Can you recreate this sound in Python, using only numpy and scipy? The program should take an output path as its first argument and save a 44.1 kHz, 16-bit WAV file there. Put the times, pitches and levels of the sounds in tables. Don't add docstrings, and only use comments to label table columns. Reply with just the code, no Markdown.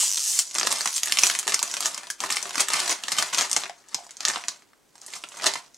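import sys
import numpy as np
from scipy import signal
from scipy.io import wavfile

SR = 44100
rng = np.random.default_rng(int(sys.argv[2]) if len(sys.argv) > 2 else 0)


def transcribe(u):
    v = np.clip(np.atleast_2d(u).T, -1, 1)
    q = np.round(v * 32767).astype(np.int16)
    wavfile.write(sys.argv[1], SR, q)


N = 254456

SEAM_END_S = .44

# (time [s], left-right difference [dB])
LEAN = [(0, 0.5), (1.3, 0.6), (2.3, 0.8), (3.0, 0.7), (3.7, 2.5), (4.3, 0.3), (5.0, 0), (5.45, -1),
        (5.77, 0)]


def from_db(db):
    return 10 ** (np.asarray(db) / 20)


def rms_one(x):
    return x / np.sqrt(np.mean(x ** 2) + 1e-20)


def at_hz(points, hz):
    table_hz, values = np.transpose(points)
    return np.interp(np.log(hz), np.log(table_hz), values)


def drift(rate_hz):
    r = np.exp(-2 * np.pi * rate_hz / SR)
    wander = signal.lfilter([1], [1, -2 * r, r * r], rng.standard_normal(N + SR))
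    return rms_one(wander[SR:])


def ring(clicks, hz, cycles):
    r, w = from_db(-60 * hz / (cycles * SR)), 2 * np.pi * hz / SR
    poles = [1, -2 * r * np.cos(w), r * r]
    passes = [[0.924, 0.015, -0.976, *poles], [0.0084, np.sin(w), -0.0219, *poles]]
    return -np.e * np.log(r) * signal.sosfilt(passes, clicks)


def seam():
    # (time [s], rate [jerks per s])
    slip_rate = [(0, 282), (.036, 333), (.044, 250), (.062, 205), (.085, 71), (.128, 111), (.155, 72),
                 (.178, 77), (.195, 108), (.234, 155), (.246, 62), (.29, 287), (.302, 104), (.32, 278)]
    # (time [s], level [dB])
    slip_level = [(0, 0.5), (.17, 1.5), (.19, -1), (.32, -5)]
    # (pitch [Hz], level at first [dB], level once slackened [dB])
    seam_rings = [(3070, -24, -30), (6200, -35, -13.5), (7340, -16.5, -18.5), (8000, -15, -27),
                  (10300, -30, -27.5), (11800, -37, -29)]
    start, spread_db = .2, 1.5
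    slack_s, cycles = .11, 8.3

    s, rate = np.transpose(slip_rate)
    time = np.arange(s[-1] * SR) / SR
    jerks = np.cumsum(np.interp(time, s, rate)) / SR + start
    at = np.flatnonzero(np.diff(np.round(jerks)))
    size_db = spread_db * rng.standard_normal(len(at)) + np.interp(at / SR, *np.transpose(slip_level))
    out = 0
    for hz, taut_db, slack_db in seam_rings:
        level_db = np.interp(at / SR, [0, slack_s], [taut_db, slack_db])
        clicks = np.full(N, 1e-18)
        clicks[at] = from_db(level_db + size_db)
        out = out + ring(clicks, hz, cycles)
    return out


def handling(t):
    # (time of peak [s], treble level [dB], swell [s], fade [s],
    # middle relative to treble [dB], low relative to middle [dB])
    squeezes = [(0., -22.5, 0.081, 0.24, -16, -11.5), (.31, -25.5, 0.47, 0.21, -25, -4),
                (0.4, -27.5, 0.34, 0.061, -13, -19), (.557, -33.5, 0.12, 0.65, -11, -5.5),
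                (.69, -29, 0.2, 0.47, -5, -2), (0.967, -23.5, 0.19, 0.054, -15.5, -14),
                (1.045, -30.5, 0.039, 0.42, -7.5, -9), (1.245, -24, 0.12, 0.23, -3.5, -9.5),
                (1.487, -31, 0.025, 0.52, -2, -8.5), (1.868, -28, 0.19, 0.07, -6, -5),
                (1.955, -42.5, 0.14, 0.23, 3.5, -6), (2.112, -57, 0.036, 0.18, -41, -3),
                (2.215, -36.5, 0.0232, 0.72, 1.5, -1), (2.324, -28, 0.04, 0.13, -2, -11.5),
                (2.604, -29, 0.11, 0.076, -3, -5.5), (2.74, -24.5, 0.075, 0.23, 0, -9),
                (2.918, -24, 0.1215, 0.04, -2.5, -5.5), (3.123, -32, 0.14, 0.039, -2, -5.5),
                (3.186, -28, 0.0722, 0.15, 1.5, -9.5), (3.345, -31.5, 0.0493, 0.18, 1.5, -7),
                (3.405, -25.5, 0.11, 0.083, -1, -8.5), (3.574, -31, 0.23, 0.13, -6.5, -3.5),
                (3.957, -49, 0.21, 0.12, -1, 2.5), (4.03, -46.5, 0.24, 0.22, -7, -5.5),
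                (4.29, -30, 0.1, 0.17, -2.5, -6), (4.495, -47, 0.101, 0.17, -3, -6),
                (5.049, -48, 0.15, 0.49, -5.5, -4), (5.146, -33.5, 0.081, 0.066, -7, -4.5),
                (5.355, -51, 0.42, 0.189, -24, 9), (5.464, -32, 0.17, 0.15, -0.5, -2.5),
                (5.55, -36, 0.094, 0.087, -6.5, -5), (5.77, -53, 0.077, .1, -10, -9)]
    span_db = 20

    s, db, swell, fade, mid, low = np.transpose(squeezes)
    late = t[:, None] - s
    drop_db = span_db * np.maximum(late / fade, -late / swell)
    power = from_db(2 * (db - drop_db)) + 1e-30
    total = power.sum(axis=1)
    return 10 * np.log10(total), power @ mid / total, power @ low / total


def crackle():
    # (time [s], crackle rise [dB], time to 1/e of the rise [s])
    crunches = [(.671, 7.5, 0.00722), (.859, 9.5, 0.0036), (1.542, 6, 0.0077), (2.604, 8, 0.0097),
                (2.801, 3.5, 0.0097), (3.123, 8, 0.004184), (3.182, 7.5, 0.0062), (3.334, 7, 0.0056),
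                (3.386, 5.5, 0.006), (3.567, 9.5, 0.0051), (5.467, 10.5, 0.011)]
    base_rate = 800
    clump_db, spread_db = 3, 3.5
    crunch_thins = .8

    t = np.arange(N) / SR
    coarse = np.where(t < SEAM_END_S, .3, 1)
    crunch_db = sum(db * np.exp(-((t - s) / width) ** 2) for s, db, width in crunches)
    rate = base_rate / coarse * from_db(clump_db * coarse * drift(40) + crunch_db)
    born = np.flatnonzero(rng.random(N) < rate / SR)
    crunch_db, coarse, s = crunch_db[born], coarse[born], t[born]

    db, mid, low = handling(s)
    chance = np.minimum(rng.exponential(1, len(born)), 3) - .5
    level_db = db + crunch_db + spread_db * coarse * chance
    low_db = mid + low - crunch_thins * crunch_db
    pan = np.interp(s, *np.transpose(LEAN))
    ring_hz = 500 * 2 ** rng.uniform(0, 4.347, len(born))
    return np.transpose([s, level_db, mid, low_db, pan, ring_hz])


def film(rows, solid):
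    # (frequency [Hz], level [dB])
    patch_level = [(90, -41), (150, -36), (250, -27.5), (450, -26), (900, -13.5), (1700, -15.5),
                   (3000, -14), (5000, -10.5), (7500, -7.5), (10000, -16.5), (13000, -42), (15500, -32)]
    # (frequency [Hz], mean left-right difference [dB], scatter [dB])
    sides = [(110, -2, 0), (376, 2.5, 9), (690, 0.5, 2.5), (2400, -1, 3.5), (4400, -1, 5),
             (8000, -0.5, 2.5), (12000, -1, -3)]
    # (time [s], level [dB])
    air_level = [(0, -3), (.2, -3), (.33, 2), (.5, 0), (.75, 4.5), (1.25, 11), (1.75, 6), (2.25, 9),
                 (2.75, 5), (3.25, 6.5), (3.75, -2), (4.25, -1), (5.1, 4), (5.77, -1)]
    tone_hz = [600, 2200, 6500, 13000]
    seam_air_db, solid_air_db = 9, -4.5
    cycles, favour_db, favour_octaves = 6.77, 6.5, .32
    run_s = .0008 if solid else .00033
    spread_db = 3.5 if solid else 2.5
    lead = .8

    s, db, mid, low, pan, ring_hz = rows.T
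    side_hz, side_db, scatter_db = np.transpose(sides)
    air = seam_air_db * (s < SEAM_END_S) + solid_air_db * solid + np.interp(s, *np.transpose(air_level))
    pitches, out = np.geomspace(90, 15500, 32), np.zeros((2, N))
    luck = rng.standard_normal((len(s), len(pitches), 3))
    reached = s[:, None] + run_s * rng.random((len(s), len(pitches)))
    for k, hz in enumerate(pitches):
        early = lead * cycles / (np.log(1000) * max(hz, tone_hz[0] / 2))
        at = np.clip(((reached[:, k] - early) * SR).astype(int), 0, N - 1)

        shares = [at_hz(list(zip(tone_hz, row)), hz) for row in np.eye(len(tone_hz))]
        tone_db = shares[0] * low + shares[1] * mid + shares[-1] * air + at_hz(patch_level, hz)
        near_db = favour_db * np.exp(-(np.log2(hz / ring_hz) / favour_octaves) ** 2)
        strength = from_db(db + tone_db + near_db + spread_db * np.tanh(luck[:, k, 0]))
        sign = np.sign(luck[:, 0, 1]) * (-1) ** k if solid else np.sign(luck[:, k, 1])

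        place_db = pan + np.interp(hz, side_hz, side_db) + np.interp(hz, side_hz, scatter_db) * luck[:, k, 2]
        left_right = from_db(np.outer([.5, -.5], place_db))
        clicks = np.full((2, N), 1e-18)
        np.add.at(clicks, (slice(None), at), left_right * strength * sign)
        out += ring(clicks, hz, cycles)
    return out


def noise_bands(size):
    # (frequency [Hz], likeness [0 to 1])
    likeness = [(40, 0.32), (250, 0.044), (1000, 0.66), (4000, 0.7), (8000, 1), (12000, 1)]
    edges = 25 * 2 ** np.arange(0, 9.6, .5)
    white = rng.standard_normal((2, 2, size))
    for k, (low, high) in enumerate(zip(edges, edges[1:])):
        band = signal.butter(2, [low, high], "band", fs=SR, output="sos")
        mid, side = signal.sosfilt(band, white[k % 2])
        hz = np.sqrt(low * high)
        alike = np.clip(at_hz(likeness, hz), 0, 1)
        yield hz, np.sqrt(1 + alike) * mid + np.sqrt(1 - alike) * side * [[1], [-1]]


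def hush():
    # (frequency [Hz], relative band gain [dB])
    colour = [(25, 2), (50, -6.5), (120, -1.5), (300, 3.5), (900, -3), (2500, -10.5), (7700, -12.5),
              (16000, -21)]
    level_db = -63
    noise_sum = sum(from_db(at_hz(colour, hz)) * noise for hz, noise in noise_bands(N))
    return from_db(level_db) * rms_one(noise_sum)


def pops():
    # (time [s], peak level [dB], pitch [Hz], cycles to lose 60 dB in each pass of the resonance)
    pops_and_pings = [(0.032, -29, 910, 10), (0.174, -33, 1750, 14), (.648, -29.5, 480, 7.6),
                      (1.1229, -4.5, 4310, 7.7), (1.1878, -8, 2450, 5.3), (1.233, -32, 405, 5),
                      (1.2348, -1, 5900, 13), (1.2355, -10, 2500, 17), (1.465, -32, 397, 5.7),
                      (1.479, -35, 423, 23), (1.539, -32, 430, 8), (1.617, -26, 910, 10),
                      (2.102, -24, 1660, 17), (2.237, -19, 1030, 9), (2.575, -34, 273, 7.6),
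                      (3.569, -20, 800, 7.9), (3.696, -25, 770, 10.4), (3.9445, -39, 451, 8.8),
                      (3.9795, -35.5, 782, 7.5), (3.987, -32, 776.5, 8), (4.0055, -37, 750, 9.6),
                      (4.025, -45, 714.4, 7), (4.0655, -37, 850, 5.6), (4.371, -36, 850, 5.6),
                      (4.954, -42, 880, 9), (5.2385, -34, 1360, 24), (5.555, -25, 960, 11)]
    out, size = np.zeros(N + SR), SR // 8
    for s, db, hz, cycles in pops_and_pings:
        at = round(s * SR)
        out[at:at + size] += from_db(db) * ring(signal.unit_impulse(size), hz, cycles)
    return out[:N]


def snaps(count=3):
    # (time [s], treble level [dB], middle relative to treble [dB], pitch [Hz])
    creases = [(0.1758, -14, -5.5, 3850), (0.24, -15, -26, 7520), (0.39, -3, -9.5, 6500),
               (0.5019, -32, -17, 7130), (0.511, -23, -10, 7320), (0.518, -28, -20, 6500),
               (.544, -17, -12, 8020), (0.5515, -15, -3, 6570), (0.5583, -18, 5, 910),
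               (0.5842, -7.5, -4.5, 4800), (0.5974, -8.5, -10, 6100), (0.612, -15, 4.5, 1000),
               (0.6308, -13.5, 3, 5200), (0.6508, -22, 4, 4000), (.662, -19, -8, 6500),
               (0.6712, -7, -0.5, 5370), (0.7168, -9.5, -8, 6080), (0.7256, -4.5, -8, 8900),
               (0.785, -15.5, -10, 3960), (0.808, -11.5, -4.5, 4700), (.858, -10.5, 6.5, 7760),
               (0.8746, -12, 0, 5800), (0.9662, -29, -16, 6280), (0.9803, -11.5, -8.5, 3970),
               (1.0331, -4.5, -10.5, 7550), (1.0587, -15, -24, 8460), (1.073, -24.5, 10, 3900),
               (1.097, -21.5, 5, 1820), (1.1138, -22, 5, 6500), (1.1224, -2, -6.5, 4340),
               (1.1716, -12, -1, 2978), (1.1873, -2, -9.5, 4650), (1.192, -10, -26, 7600),
               (1.2295, -26, 5, 2500), (1.2348, -5.5, 2.5, 8300), (1.246, -21.5, 7, 2420),
               (1.251, -19, -8, 7590), (1.268, -9.5, 0, 6700), (1.273, -12, -5, 7560),
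               (1.299, -8.5, 1.5, 5800), (1.351, -14.5, -1, 1910), (1.354, -23, 6, 2300),
               (1.389, -10, -10, 8500), (1.394, -17, -1, 8200), (1.429, -27, 6, 7320),
               (1.47, -14, 2.5, 6080), (1.478, -9.5, 3.5, 7100), (1.495, -14.5, -0.5, 2400),
               (1.5215, -17, 9, 6000), (1.5437, -4.5, -7, 7160), (1.592, -7.5, -10, 6200),
               (1.6285, -7.5, -1.5, 7200), (1.6776, -20, -4, 4860), (1.7136, -14, -23, 6030),
               (1.7399, -11.5, -3, 5600), (1.7682, -14, -1.5, 2530), (1.806, -9.5, -6, 8740),
               (1.826, -18.5, 0, 4110), (1.858, -7, -2, 7340), (1.945, -14.5, -18, 4570),
               (1.9778, -20.5, 0.5, 6000), (2.0336, -30, 5, 1630), (2.07, -31.5, -1, 3998),
               (2.102, -8, -16, 1633), (2.204, -13, -5.5, 5170), (2.2379, -17, 4, 1020),
               (2.262, -18.5, -3, 4240), (2.3025, -17.5, 6.5, 2520), (2.3058, -11, -8, 7550),
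               (2.3252, -8.5, -15, 5160), (2.358, -15, -15.5, 10000), (2.3688, -13, 4.5, 4720),
               (2.4274, -15.5, -13, 7400), (2.4551, -26, 9, 1290), (2.4934, -21, -4.5, 1094),
               (2.508, -21, 0, 3250), (2.545, -32, 12, 2190), (2.5559, -15.5, 1, 8100),
               (2.5801, -10.5, -2, 1755), (2.597, -21, 10.5, 5960), (2.6064, 0, -15, 9150),
               (2.616, -15, -8, 4970), (2.685, -7, -6, 2397), (2.703, -15.5, 8, 7600),
               (2.735, -6, -12, 7100), (2.764, -24, -22.5, 8000), (2.8022, -12, -3, 4784),
               (2.8782, -11.5, -5, 4130), (2.895, -13.5, -14, 6210), (2.9085, -13, -15, 6500),
               (2.926, -13, -3, 7000), (3.0368, -16.5, 2, 3139), (3.083, -15, 1, 5230),
               (3.119, -7.5, -6, 3880), (3.188, -15, -1, 5400), (3.2247, -7, 0.5, 1800),
               (3.3466, -7, -9, 2600), (3.3829, -6, -2, 1240), (3.4098, -8.5, 0, 5702),
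               (3.4968, -19, -7.5, 8800), (3.514, -11.5, -9, 7630), (3.53, -9, -13, 7800),
               (3.5641, -6.5, 0, 5970), (3.618, -26.5, 0, 4000), (3.636, -22, 6, 4154),
               (3.656, -28, 6, 1773), (3.662, -30, 10.5, 1850), (3.6959, -26, 5, 768.3),
               (3.8862, -33.5, -16, 7606), (3.9453, -6.5, -10.5, 4750), (4.0664, -31, -14.5, 900.5),
               (4.0924, -36, 3, 2289), (4.1079, -28, -6, 6460), (4.1689, -25.5, -14, 5470),
               (4.206, -18.5, -2, 5800), (4.2514, -5, -7, 5610), (4.277, -17.5, 0, 2000),
               (4.284, -9.5, -1, 6950), (4.2999, -12.5, 3, 1650), (4.3356, -23.5, 5.5, 5760),
               (4.359, -21.5, 13, 3400), (4.3706, -31, 12, 861), (4.4386, -28.5, 6.5, 2244),
               (4.4833, -8, -7, 5324), (4.622, -42, -2, 2030), (4.733, -49.5, 7.5, 1495),
               (4.955, -34.5, -4.5, 873), (4.98, -38, -5, 5940), (5.0157, -31.5, -12.5, 6230),
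               (5.0363, -44, -10.5, 6970), (5.0635, -23.5, -19.5, 8400), (5.102, -44, -7.5, 5770),
               (5.136, -20.5, -7, 2390), (5.2384, -21.5, 1.5, 2477), (5.2882, -31, -9, 7900),
               (5.3196, -32.5, -0.5, 3270), (5.342, -41, 7, 1300), (5.371, -31, -7, 7667),
               (5.398, -30, 6, 2097), (5.421, -24, -2, 4900), (5.434, -18, -3, 4970), (5.442, -11, -1, 890),
               (5.4667, -6, 0, 4970), (5.4736, -14, -5, 4940), (5.5374, -13.5, -6.5, 5106),
               (5.5559, -28.5, 13.5, 2049), (5.745, -34, -11, 7500)]
    less_low_db = -4
    s, db, mid, ring_hz = np.transpose(creases)
    pan = np.interp(s, *np.transpose(LEAN))
    low_db = mid + handling(s)[-1] + less_low_db
    rows = np.transpose([s, db, mid, low_db, pan, ring_hz])

    luck = rng.random((len(s), count, 2))
    after = np.repeat(rows[:, None], count, axis=1)
    after[..., 0] += .001 + .007 * luck[..., 0]
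    after[..., 1] -= 16 * (.5 + luck[..., 1])
    return rows, after.reshape(-1, rows.shape[1])


def bag_hum(sound):
    # (pitch [Hz], gain [dB])
    bag_air = [(394, -50.5), (714, -54)]
    return sum(from_db(db) * ring(sound, hz, cycles=30) for hz, db in bag_air)


def reply():
    # (frequency [Hz], time to lose 60 dB [s])
    room_t60 = [(300, 0.065), (800, 0.26), (2000, 0.22), (5500, 0.18), (12000, 0.14)]
    bag_t60_s, bag_db, room_db = .014, -3, -4.5
    t = np.arange(SR // 3) / SR
    bag, room = 0, 0
    for hz, noise in noise_bands(len(t)):
        bag = bag + noise * from_db(-60 * t / bag_t60_s) * (t > .0008)
        room = room + noise * from_db(-60 * t / at_hz(room_t60, hz)) * (t > .003)
    return (from_db(bag_db) * rms_one(bag) + from_db(room_db) * rms_one(room)) / np.sqrt(len(t))


def echoes(x, count=8):
    shape_s = .05
    turn = np.arange(N) / (shape_s * SR) % count
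    out = 0
    for k in range(count):
        distance = np.abs((turn - k + count / 2) % count - count / 2)
        share = np.cos(np.pi / 2 * np.minimum(distance, 1))
        out = out + signal.fftconvolve(x * share, reply(), axes=1)[:, :N]
    return out


def scene():
    loud, after = snaps()
    tear, cracks, pings = seam(), film(loud, solid=True), pops()
    rustle = film(np.vstack([after, crackle()]), solid=False)
    hum = bag_hum(rustle + cracks + pings)
    direct = rustle + hum + cracks + pings + tear
    inside = rustle + hum + from_db(-4) * cracks + from_db(-8) * pings + from_db(-10) * tear
    mic = signal.butter(3, [71, 15200], "band", fs=SR, output="sos")
    return signal.sosfilt(mic, direct + echoes(inside)) + hush()


def record(dry):
    ceiling, cutoff_hz = .92, 15800
    rounded = dry / (1 + np.abs(dry / ceiling) ** 4) ** .25
    return signal.sosfilt(signal.ellip(12, .5, 95, cutoff_hz, fs=SR, output="sos"), rounded)


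dry = scene()
out = record(dry)
transcribe(out)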